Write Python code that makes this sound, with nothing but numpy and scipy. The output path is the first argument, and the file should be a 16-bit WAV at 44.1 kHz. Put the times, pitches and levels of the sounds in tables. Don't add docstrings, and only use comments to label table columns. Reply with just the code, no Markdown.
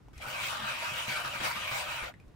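import sys
import numpy as np
from scipy import signal
from scipy.io import wavfile

SR = 44100
rng = np.random.default_rng(int(sys.argv[2]) if len(sys.argv) > 2 else 0)


def dump(signal):
    limited = np.clip(np.atleast_2d(signal).T, -1, 1)
    pcm = np.round(limited * 32767).astype(np.int16)
    wavfile.write(sys.argv[1], SR, pcm)


N = 103635
TIME = np.arange(N) / SR
CUTOFF_HZ = 15750
COLOUR_DRIFT_PER_S = 13.5

# time in seconds, then relative levels in dB of bark rasp,
# wood body and wet hiss.
STROKES = [(0.131, -69, -69, -71), (0.2, -60, -69, -68.5), (0.22, -45.5, -49.5, -54),
           (0.253, -52.5, -44, -55.5), (0.297, -46.5, -46, -49), (0.35, -43, -46.5, -51.5),
           (0.385, -42.5, -41.5, -50.5), (0.473, -38, -45.5, -43.5), (0.527, -43.5, -39, -46.5),
           (0.613, -47.5, -45, -54), (0.699, -39.5, -38.5, -47.5), (0.74, -41, -44.5, -51),
           (0.801, -41.5, -47, -49.5), (0.86, -40, -38, -45.5), (0.925, -45, -45.5, -50.5),
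           (0.993, -37, -41, -46), (1.07, -45.5, -49, -51), (1.087, -38.5, -43, -45),
           (1.167, -41, -39, -46), (1.237, -45.5, -43.5, -51.5), (1.26, -47.5, -38, -50),
           (1.323, -43.5, -47.5, -50.5), (1.361, -40, -40.5, -48), (1.396, -45, -49.5, -53.5),
           (1.45, -36.5, -39, -40), (1.51, -42.5, -39.5, -46), (1.543, -44, -45, -51.5),
           (1.7, -40, -45.5, -50), (1.791, -39.5, -40.5, -41.5), (1.855, -44, -43.5, -51),
           (1.95, -41.5, -42.5, -49.5), (2.043, -44, -45, -53.5), (2.095, -52, -54, -58.5),
           (2.126, -70, -61, -81)]
# time in seconds, relative level in dB.
HOLLOW_SWELL = [(0.2, -54), (0.215, -54), (0.37, -49.5), (0.44, -52.5), (0.5, -48.5), (0.6, -54),
                (0.71, -50), (0.76, -55), (0.99, -50), (1.065, -56), (1.1, -49), (1.4, -51), (1.445, -42),
                (1.485, -44.5), (1.525, -57), (1.79, -45.5), (2.03, -53.5), (2.1, -48), (2.122, -68)]
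# time in seconds, frequency in Hz.
RASP_CENTRE = [(0.22, 2240), (0.32, 2740), (0.38, 2300), (0.48, 2450), (0.55, 3800), (0.61, 3430),
               (0.67, 2740), (0.76, 2380), (0.92, 2550), (1.0, 3200), (1.08, 2230), (1.29, 2580),
               (1.45, 2260), (1.57, 2120), (1.62, 2900), (1.73, 2240), (1.95, 2710), (2.05, 2260)]
# time in seconds, frequency in Hz.
BODY_CENTRE = [(0.32, 1285), (0.39, 986), (0.53, 1220), (0.71, 1270), (0.76, 970), (0.85, 1150),
               (0.97, 1350), (1.05, 1080), (1.14, 1700), (1.19, 1080), (1.26, 1300), (1.46, 1200),
               (1.51, 1000), (1.6, 1300), (1.82, 1000), (1.9, 1340)]
# frequency in Hz, relative spectral density in dB.
GRIT_SPECTRUM = [(500, -9.5), (570, -3), (760, -6), (950, -2), (1200, -5), (1550, -0.5), (1800, -7),
                 (2400, -4), (3200, -7.5), (3800, -7), (4500, -16.5), (7000, -19), (10400, -23.5),
                 (11500, -28), (14500, -25.5), (15500, -29)]
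# frequency in Hz, left minus right level in dB.
LEFT_LEAN = [(950, 1.9), (2500, 1.0), (5000, 3.5), (12000, 0)]


def grinding():
    times, *levels_db = np.transpose(STROKES)
    rasp, body, hiss = [envelope(np.c_[times, db]) for db in levels_db]
    rasp_hz, body_hz = [np.interp(TIME, *np.transpose(curve)) for curve in (RASP_CENTRE, BODY_CENTRE)]
    grains, out = [grit(), grit()], 0
    for low_hz, high_hz, swell, range_db in ((491.6, 811, envelope(HOLLOW_SWELL), 2),
                                             (811, 1836, body, 3),
                                             (1836, 4100, rasp, 3.5),
                                             (4100, CUTOFF_HZ, hiss, 2)):
        edges = np.geomspace(low_hz, high_hz, 9)
        layer, power = 0, 0
        for k, (low, high) in enumerate(zip(edges, edges[1:])):
            hz = np.sqrt(low * high)
            rasp_lift = formant(hz, rasp_hz, lift_db=7, half_width_octaves=0.21)
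            body_lift = formant(hz, body_hz, lift_db=7.5, half_width_octaves=0.15)
            wander_db = 2 * drift(COLOUR_DRIFT_PER_S)
            gain = from_db(at_hz(GRIT_SPECTRUM, hz) + rasp_lift + body_lift + wander_db)
            pan = from_db(at_hz(LEFT_LEAN, hz) * np.array([[.5], [-.5]]))
            layer = layer + gain * pan * band(grains[k % 2], low, high)
            power = power + gain ** 2 * (high - low)
        steady = rms_one(layer / np.sqrt(power))
        out = out + from_db(range_db) * swell * steady
    return out + floor_drone(body)


# frequency in Hz, bandwidth in Hz, lift in dB.
CONTACT_RESONANCES = [(545, 90, 0.5), (928, 55, 3.5), (1200, 34, 5.5)]


def slips(per_s=5000, spread_db=4):
    sizes = from_db(spread_db * np.minimum(rng.exponential(1, N), 5))
    signs = rng.choice([-1, 1], N)
    slipping = rng.random(N) < per_s / SR
    pressure_flutter = from_db(0.5 * drift(per_s=30))
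    clicks = sizes * signs * slipping * pressure_flutter
    for hz, width, lift_db in CONTACT_RESONANCES:
        clicks = clicks + (from_db(lift_db) - 1) * resonate(clicks, hz, width)
    return clicks


def grit():
    return room(slips()) + np.array([slips(), slips()])


# frequency in Hz, bandwidth in Hz, level in dB
DRONE_MODES = [(133, 7.3, -17.5), (217.3, 10.4, -26), (322, 510, -19.5)]


def floor_drone(body):
    load = np.sqrt(body * body.mean())
    out = 0
    for hz, width, db in DRONE_MODES:
        shake = rng.standard_normal(N) + rng.standard_normal((2, N))
        out = out + from_db(db) * load * rms_one(resonate(shake, hz, width))
    return out


# start in seconds, then relative levels in dB of
IMPACTS = [(0.266, -41, -53, -44), (0.428, -40.5, -63, -45), (0.595, -54, -50.5, -41),
           (0.62, -46, -49.5, -47), (0.913, -40, -60, -62), (1.079, -38, -47.5, -43),
           (1.244, -47.5, -48, -36.5), (1.353, -48, -52.5, -58), (1.403, -39.5, -46, -37.5),
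           (1.443, -60, -57.5, -34.5), (1.558, -63, -54.5, -35.5), (1.715, -36.5, -55.5, -37.5),
           (1.888, -43, -65, -55), (2.03, -47.5, -77, -38.5)]
# frequency in Hz, gain in dB, time to fall 60 dB in seconds.
THUD_MODES = [(103.5, -22, .19), (126.4, -3.5, 0.18)]


def bumps(contact_s=0.00093, knock_decay_s=0.018, crunch_decay_s=0.011):
    starts, thud_db, _, _ = np.transpose(IMPACTS)
    clicks = np.zeros(N)
    clicks[(starts * SR).astype(int)] = from_db(thud_db)
    ringing = sum(from_db(db) * ring(clicks, hz, t60) for hz, db, t60 in THUD_MODES)
    pole = np.exp(-2 * np.pi / (contact_s * SR))
    thud = signal.lfilter([1 - pole], [1, -pole], ringing)
    shudder = sum(from_db(db) * burst(start, knock_decay_s) for start, _, db, _ in IMPACTS)
    knock = shudder * rms_one(resonate(slips(), hz=217, width_hz=68))
    crush = sum(from_db(db) * burst(start, crunch_decay_s) for start, _, _, db in IMPACTS)
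    crunch = crush * rms_one(band(slips(), low_hz=380, high_hz=2900))
    return thud + from_db(-11) * room(thud) + room(knock + crunch)


# start in seconds, # relative ring level in dB, frequency in Hz, decay time in seconds, relative snap level in
# dB.
CRUMB_SNAPS = [(0.084, -48, 940, 0.0022, -59.5), (0.179, -47, 2470, 0.0027, -42),
               (0.826, -36, 626, 0.01, -60), (2.14, -41.5, 1930, 0.0014, -57),
               (2.2, -51, 2410, 0.0034, -59), (2.279, -61, 1070, 0.004, -62)]


def crumbs():
    out = 0
    for start, ring_db, hz, decay_s, snap_db in CRUMB_SNAPS:
        tone = np.sin(2 * np.pi * hz * (TIME - start))
        snap = band(rng.standard_normal(N), low_hz=600, high_hz=9300)
        out = out + burst(start, decay_s) * (from_db(ring_db) * tone + from_db(snap_db) * snap)
    return .5 * (out + room(out))


# start in seconds, level in dB, frequency in Hz.
GRIP_SHIFTS = [(0.124, -48.5, 52.6), (0.165, -41, 68), (2.021, -42.5, 54.3), (2.264, -48.5, 38.8)]


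def pushes():
    out = 0
    for start, db, hz in GRIP_SHIFTS:
        impulse = signal.unit_impulse(N, int(start * SR))
        out = out + from_db(db) * ring(impulse, hz, t60_s=0.21)
    return out


# frequency in Hz, relative spectral density in dB.
RUMBLE_SPECTRUM = [(25, -14), (64, -3.5), (90, -13), (118, 1), (167, -15), (219, -15), (344, -15),
                   (450, -21.5), (2100, -35.5), (12400, -53.5), (15000, -60)]
# frequency in Hz, correlation (1 is identical).
RUMBLE_COHERENCE = [(70, 1), (180, 0.29)]


def rumble(level_db=-55):
    out, edges = 0, 22 * 2 ** np.arange(0, 10, .5)
    white = rng.standard_normal((2, 2, N))
    for k, (low, high) in enumerate(zip(edges, edges[1:])):
        mid, side = band(white[k % 2], low, high)
        hz = np.sqrt(low * high)
        alike = np.clip(at_hz(RUMBLE_COHERENCE, hz), -1, 1)
        gain = from_db(at_hz(RUMBLE_SPECTRUM, hz) + 1.2 * drift(COLOUR_DRIFT_PER_S))
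        out = out + gain * (np.sqrt(1 + alike) * mid + np.sqrt(1 - alike) * side * [[1], [-1]])
    return from_db(level_db) * rms_one(out)


def room(x, t60_s=0.14, direct_db=-5, reflected_db=3.5):
    t = TIME[:SR // 2]
    tails = rng.standard_normal((2, len(t))) * np.exp(-np.log(1000) * t / t60_s)
    tails /= np.sqrt(np.sum(tails ** 2, axis=1, keepdims=True))
    reflections = signal.fftconvolve(x[None], tails, axes=1)[:, :N]
    return from_db(direct_db) * x + from_db(reflected_db) * reflections


def formant(hz, centre_hz, lift_db, half_width_octaves):
    return lift_db * np.exp(-(np.log2(hz / centre_hz) / half_width_octaves) ** 2)


def envelope(curve):
    times, db = np.transpose(curve)
    return from_db(np.interp(TIME, times, db, left=-np.inf, right=-np.inf))


def burst(start, decay_s):
    return (TIME >= start) * np.exp(-np.abs(TIME - start) / decay_s)


def drift(per_s):
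    r = np.exp(-40 * np.pi * per_s / SR)
    white = rng.standard_normal(N // 20 + 2002)
    slow = signal.lfilter([1], [1, -2 * r, r * r], white)[2000:]
    return np.interp(np.arange(N) / 20, np.arange(len(slow)), rms_one(slow))


def band(x, low_hz, high_hz):
    sos = signal.butter(2, [low_hz, min(high_hz, .49 * SR)], "band", fs=SR, output="sos")
    return signal.sosfilt(sos, x + 1e-18)


def resonate(x, hz, width_hz):
    r, w = np.exp(-np.pi * width_hz / SR), 2 * np.pi * hz / SR
    feedforward = np.array([1, 0, -1]) * (1 - r * r) / 2
    return signal.lfilter(feedforward, [1, -2 * r * np.cos(w), r * r], x + 1e-18)


def ring(x, hz, t60_s):
    r, w = np.exp(-np.log(1000) / (t60_s * SR)), 2 * np.pi * hz / SR
    return signal.lfilter([0, np.sin(w)], [1, -2 * r * np.cos(w), r * r], x + 1e-18)


def at_hz(points, hz):
    frequencies, values = np.transpose(points)
    return np.interp(np.log(hz), np.log(frequencies), values)


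def from_db(db):
    return 10 ** (np.asarray(db) / 20)


def rms_one(x):
    return x / np.sqrt(np.mean(x ** 2) + 1e-20)


def scene():
    return grinding() + bumps() + crumbs() + pushes() + rumble()


def record(dry):
    return signal.sosfilt(signal.ellip(12, .1, 80, CUTOFF_HZ, fs=SR, output="sos"), dry)


dry = scene()
out = record(dry)
dump(out)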